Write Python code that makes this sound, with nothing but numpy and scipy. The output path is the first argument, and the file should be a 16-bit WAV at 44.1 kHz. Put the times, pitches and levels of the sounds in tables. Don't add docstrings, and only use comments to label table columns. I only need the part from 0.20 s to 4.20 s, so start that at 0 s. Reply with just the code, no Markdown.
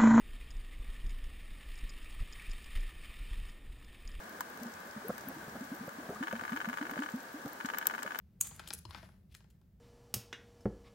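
import sys
import numpy as np
from scipy import signal
from scipy.fft import rfft, irfft
from scipy.io import wavfile
from scipy.ndimage import uniform_filter1d

SR = 44100
rng = np.random.default_rng(int(sys.argv[2]) if len(sys.argv) > 2 else 0)


def log_audio(samples):
    frames = np.atleast_2d(samples).T
    limited = np.clip(frames, -1, 1)
    pcm = np.round(limited * 32767).astype(np.int16)
    wavfile.write(sys.argv[1], SR, pcm)


N = 176400
TIME = np.arange(N) / SR

# time in seconds, relative level in dB.
SPRAY_RIDE = [(0, -62), (.24, -61.5), (.45, -62), (.58, -64.5), (.64, -60), (.9, -61), (1.3, -61.5),
              (1.62, -57.5), (1.75, -60), (1.96, -57.5), (2.1, -59), (2.22, -55.5), (2.43, -57.5),
              (2.6, -57), (2.77, -59.5), (2.88, -57.5), (3.17, -58), (3.3, -60), (3.4, -67), (3.7, -64.5),
              (4, -60.5)]
# frequency in Hz, relative gain in dB.
CASE_EQ = [(200, -31.5), (600, -19.5), (950, -11.5), (1200, -2.5), (1400, -10), (1600, -11), (1820, 2.5),
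           (2020, -3.5), (2170, -2), (2500, -1.5), (2930, -3.5), (3130, -1.5), (3400, -8), (3680, -4),
           (3980, -13), (4500, -13), (5130, -14.5), (5600, -18), (6020, -34), (6450, -18.5), (6900, -17),
           (7500, -18.5), (8000, -17), (8350, -11.5), (8600, -12), (9500, -12), (10250, -14), (10550, -29),
           (10850, -21.5), (11300, -41), (12800, -38), (13200, -28), (13500, -25), (13850, -15),
           (15200, -14.5)]
# start in seconds, relative level in dB, fade in seconds, resonance in Hz.
SPLASH_CUES = [(0.212, -49.5, 0.011, 2400), (0.523, -52.5, 0.024, 2000), (0.753, -56, .025, 1870),
               (1.042, -49.5, 0.0067, 3220), (1.829, -55, 0.004, 6500), (1.855, -52.5, .014, 2500),
               (1.993, -49.5, 0.0098, 1310), (2.154, -48.5, 0.0081, 2300), (2.197, -45, 0.0051, 2300),
               (2.236, -55, .025, 2400), (2.5545, -40, 0.011, 1880), (2.573, -48, 0.005, 1900),
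               (2.603, -59, .004, 5000), (2.627, -50, 0.01, 1820), (2.835, -51, 0.0079, 2200),
               (2.895, -50.5, 0.014, 2470), (3.13, -56, 0.02, 2500), (3.23, -57, 0.011, 2570),
               (3.952, -49, 0.0025, 3040)]
# start in seconds, relative level in dB.
TICK_CUES = [(.3065, -49.5), (.3118, -52), (.3135, -56), (.3678, -57), (.852, -70), (.8668, -52),
             (.8941, -52), (.8986, -62), (.908, -56), (1.0417, -55), (1.5558, -51), (1.5885, -52),
             (1.6932, -49), (1.6957, -45.5), (1.7018, -48), (1.8295, -58), (1.9088, -55), (2.1262, -44),
             (2.1328, -45.5), (2.2969, -54), (2.3086, -53), (2.3152, -46.5), (2.3174, -49), (2.4432, -50.5),
             (2.5735, -51), (2.6058, -51), (3.2856, -60), (3.298, -55.5), (3.6468, -56), (3.8762, -42),
             (3.9167, -53.5)]
# frequency in Hz, relative gain in dB.
TICK_EQ = [(1000, -25), (4000, -16), (4500, -20), (4750, 2), (5150, 4), (5600, -5.5), (6000, -19),
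           (6450, -5), (6900, 1), (7300, -2), (7520, -27), (10000, -22), (15000, -42)]
# start in seconds, relative level in dB, rocking in Hz, decay in seconds.
BUMP_CUES = [(.35, -35.5, 29.5, 0.053), (0.594, -33.5, 30.3, 0.015), (.68, -37, 29.6, 0.0077),
             (0.838, -29.5, 30.9, 0.095), (1.311, -40, 31, 0.027), (1.627, -33.5, 27.3, 0.0083),
             (2.002, -28.5, 27.4, 0.0054), (2.28, -32, 25, 0.052), (2.555, -28, 28.5, 0.063),
             (2.999, -36, 32.4, .05), (3.11, -31, 36.4, 0.013), (3.169, -32, 26.6, 0.031),
             (3.848, -37.5, 29.2, 0.13)]
# frequency in Hz, relative gain in dB.
THUD_EQ = [(30, -9.5), (70, 2.5), (120, -5), (250, -12.5), (500, -29), (2000, -58)]
# time in seconds, relative level in dB.
WIND_RIDE = [(0, -44.5), (.22, -44.5), (.5, -47), (.75, -43), (.95, -41.5), (1.1, -45.5), (1.25, -46),
             (1.35, -47.5), (1.5, -46.5), (1.75, -46), (1.95, -42.5), (2.08, -46.5), (2.25, -50.5),
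             (2.4, -46), (2.7, -46.5), (3.0, -45.5), (3.28, -41.5), (3.38, -55.5), (3.5, -41.5),
             (3.78, -54.5), (4, -40)]
# frequency in Hz, relative gain in dB.
WIND_EQ = [(8, -15), (20, 0), (30, 0), (42, -7), (60, -10), (85, -26.5), (130, -28), (300, -57),
           (1000, -82)]
# frequency in Hz, relative gain in dB.
ROAR_EQ = [(30, -7), (100, 0), (170, 0), (250, 0.5), (400, -5.5), (700, -12), (1100, -18), (2500, -18.5),
           (8000, -78)]
# frequency in Hz, relative gain in dB.
HISS_EQ = [(500, -11), (1200, -10.5), (1500, -6.5), (1830, 9), (2200, -21.5), (3600, 5), (4100, -13),
           (5200, -21.5), (6000, -25), (6900, -12.5), (9500, -19.5), (12000, -16), (15000, -17.5)]
# frequency in Hz, relative gain in dB.
WIDTH_EQ = [(24, -51), (40, -32), (102, -4.5), (251, 4), (1500, -13), (1790, -44.5), (4650, -9),
            (6240, -28), (7220, -13.5), (8790, -31.5), (14000, -49)]


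def spray():
    level = curve(SPRAY_RIDE) * amp(-0.5 + 0.56 * wander(3.5, 60))
    return colour(patchy(droplets(), depth_db=1.0) * level * clumps(), CASE_EQ)


def droplets(per_second=6000, spread_db=2.5, wash_share=0.49):
    size = amp(spread_db * np.minimum(rng.exponential(1, N), 5))
    hits = size * rng.choice([-1, 1], N) * (rng.random(N) < per_second / SR)
    return np.sqrt(1 - wash_share) * unit(hits) + np.sqrt(wash_share) * rng.standard_normal(N)


def clumps(per_second=90, decay_s=0.0027, spread_db=3):
    power = amp(spread_db * np.minimum(rng.exponential(1, N), 2)) ** 2
    bursts = power * (rng.random(N) < per_second / SR)
    return np.sqrt(1 + signal.lfilter([1], [1, -np.exp(-1 / (decay_s * SR))], bursts))


def sizzle(ring_hz=2445, q=6.1):
    ride = curve(SPRAY_RIDE)
    level = amp(-63 + 2.5 * wander(3.5, 30)) * (ride / ride.max()) ** 2.75
    peak = signal.iirpeak(ring_hz, q, fs=SR)
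    return level * unit(signal.lfilter(*peak, signal.lfilter(*peak, droplets())))


def splashes(attack_s=0.0005, crack_db=19, q=8.4, wet_gain=2.7):
    track, drops, t = np.zeros(N), droplets(), TIME[:SR // 8]
    for k, (start, db, fade_s, hz) in enumerate(SPLASH_CUES):
        envelope = np.minimum(t / attack_s, 1) * np.exp(-(t / fade_s) ** 2 / 2)
        burst = envelope * drops[k * len(t):][:len(t)] + amp(crack_db) * (t == 0)
        wet = signal.lfilter(*signal.iirpeak(hz, q, fs=SR), burst)
        add(track, start, amp(db) * (burst + wet_gain * wet) / np.hypot(1, wet_gain))
    return colour(track, CASE_EQ)


def ticks(strays_per_second=14, tail_s=0.0034, tail_db=-6.5):
    hits = amp(-73 + 5.5 * rng.standard_normal(N)) * (rng.random(N) < strays_per_second / SR)
    t = TIME[:SR // 40]
    for start, db in TICK_CUES:
        tail = rng.standard_normal(len(t)) * np.exp(-t / tail_s) * np.minimum(2 * t / tail_s, 1)
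        add(hits, start, amp(db) * ((t == 0) + amp(tail_db) * tail / np.linalg.norm(tail)))
    return amp(14.5) * colour(hits, TICK_EQ)


def bumps(attack_s=0.0085, overtone_db=-25.5):
    rocking, swell, t = np.zeros(N), np.zeros(N), TIME[:SR // 2]
    for start, db, hz, decay_s in BUMP_CUES:
        envelope = np.minimum(t / attack_s, 1) * np.exp(-np.maximum(t - 3 * attack_s, 0) / decay_s)
        phase = 2 * np.pi * hz * t
        wobble = np.sin(phase) + amp(overtone_db) * envelope * np.sin(2 * phase)
        add(rocking, start, amp(db) * envelope * wobble)
        add(swell, start, amp(db) * envelope ** 2)
    return rocking + amp(-34) * swell * noise(ROAR_EQ)


def thuds(delay_s=0.017, width_s=0.016):
    level = sum(amp(db) * np.exp(-((TIME - start - delay_s) / width_s) ** 2)
                for start, db, _, _ in BUMP_CUES)
    return amp(-21) * level * noise(THUD_EQ)


def wind():
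    return amp(-0.5) * curve(WIND_RIDE) * noise(WIND_EQ)


def tyre_roar():
    return amp(-63.5 + 0.31 * wander(1, 16)) * noise(ROAR_EQ)


def hiss():
    return amp(-72.5) * noise(HISS_EQ)


def amp(db):
    return 10 ** (np.asarray(db) / 20)


def unit(x):
    return x / np.sqrt(np.mean(x ** 2) + 1e-20)


def curve(ride):
    return amp(np.interp(TIME, *np.transpose(ride)))


def add(track, start_s, sound):
    part = track[max(round(start_s * SR), 0):][:len(sound)]
    part += sound[:len(part)]


def colour(x, eq):
    eq_hz, eq_db = np.transpose(eq)
    hz = abs(np.fft.fftfreq(16384, 1 / SR))
    log_gain = np.log(amp(np.interp(np.log(hz + 1), np.log(eq_hz + 1), eq_db)))
    taps = np.fft.ifft(np.exp(np.conj(signal.hilbert(log_gain)))).real[:len(hz) // 2]
    return signal.fftconvolve(x, taps / np.linalg.norm(taps))[:N]


def noise(eq):
    return unit(colour(rng.standard_normal(N), eq))


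def wander(low_hz, high_hz):
    hz = np.fft.rfftfreq(N, 1 / SR)
    band = (hz > low_hz) / np.sqrt(hz + low_hz) / (1 + (hz / high_hz) ** 4)
    return unit(irfft(rfft(rng.standard_normal(N)) * band, N))


def patchy(x, depth_db, frame=512):
    bands = signal.stft(x, nperseg=frame)[2]
    swells = uniform_filter1d(rng.standard_normal(bands.shape), size=6, axis=0)
    swells = unit(uniform_filter1d(swells, size=10, axis=1))
    return unit(signal.istft(bands * amp(depth_db * swells), nperseg=frame)[1][:N])


def scene():
    roar, ticking = tyre_roar(), ticks()
    mid = spray() + sizzle() + splashes() + ticking + bumps() + wind() + thuds() + roar + hiss()
    side = amp(-82.5) * noise(WIDTH_EQ) + amp(-28) * signal.hilbert(ticking).imag
    return np.array([mid + side, mid - side])


def record(dry, whine_hz=12000, high_cut_hz=15350):
    lows = signal.sosfilt(signal.butter(2, 100, fs=SR, output="sos"), dry)
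    whine = amp(-44.5) * lows * np.sin(2 * np.pi * whine_hz * TIME)
    high_cut = signal.firwin(511, high_cut_hz, window=("kaiser", 9), fs=SR)
    return signal.oaconvolve(dry + whine, high_cut[None], "same")


dry = scene()
out = record(dry)
log_audio(out)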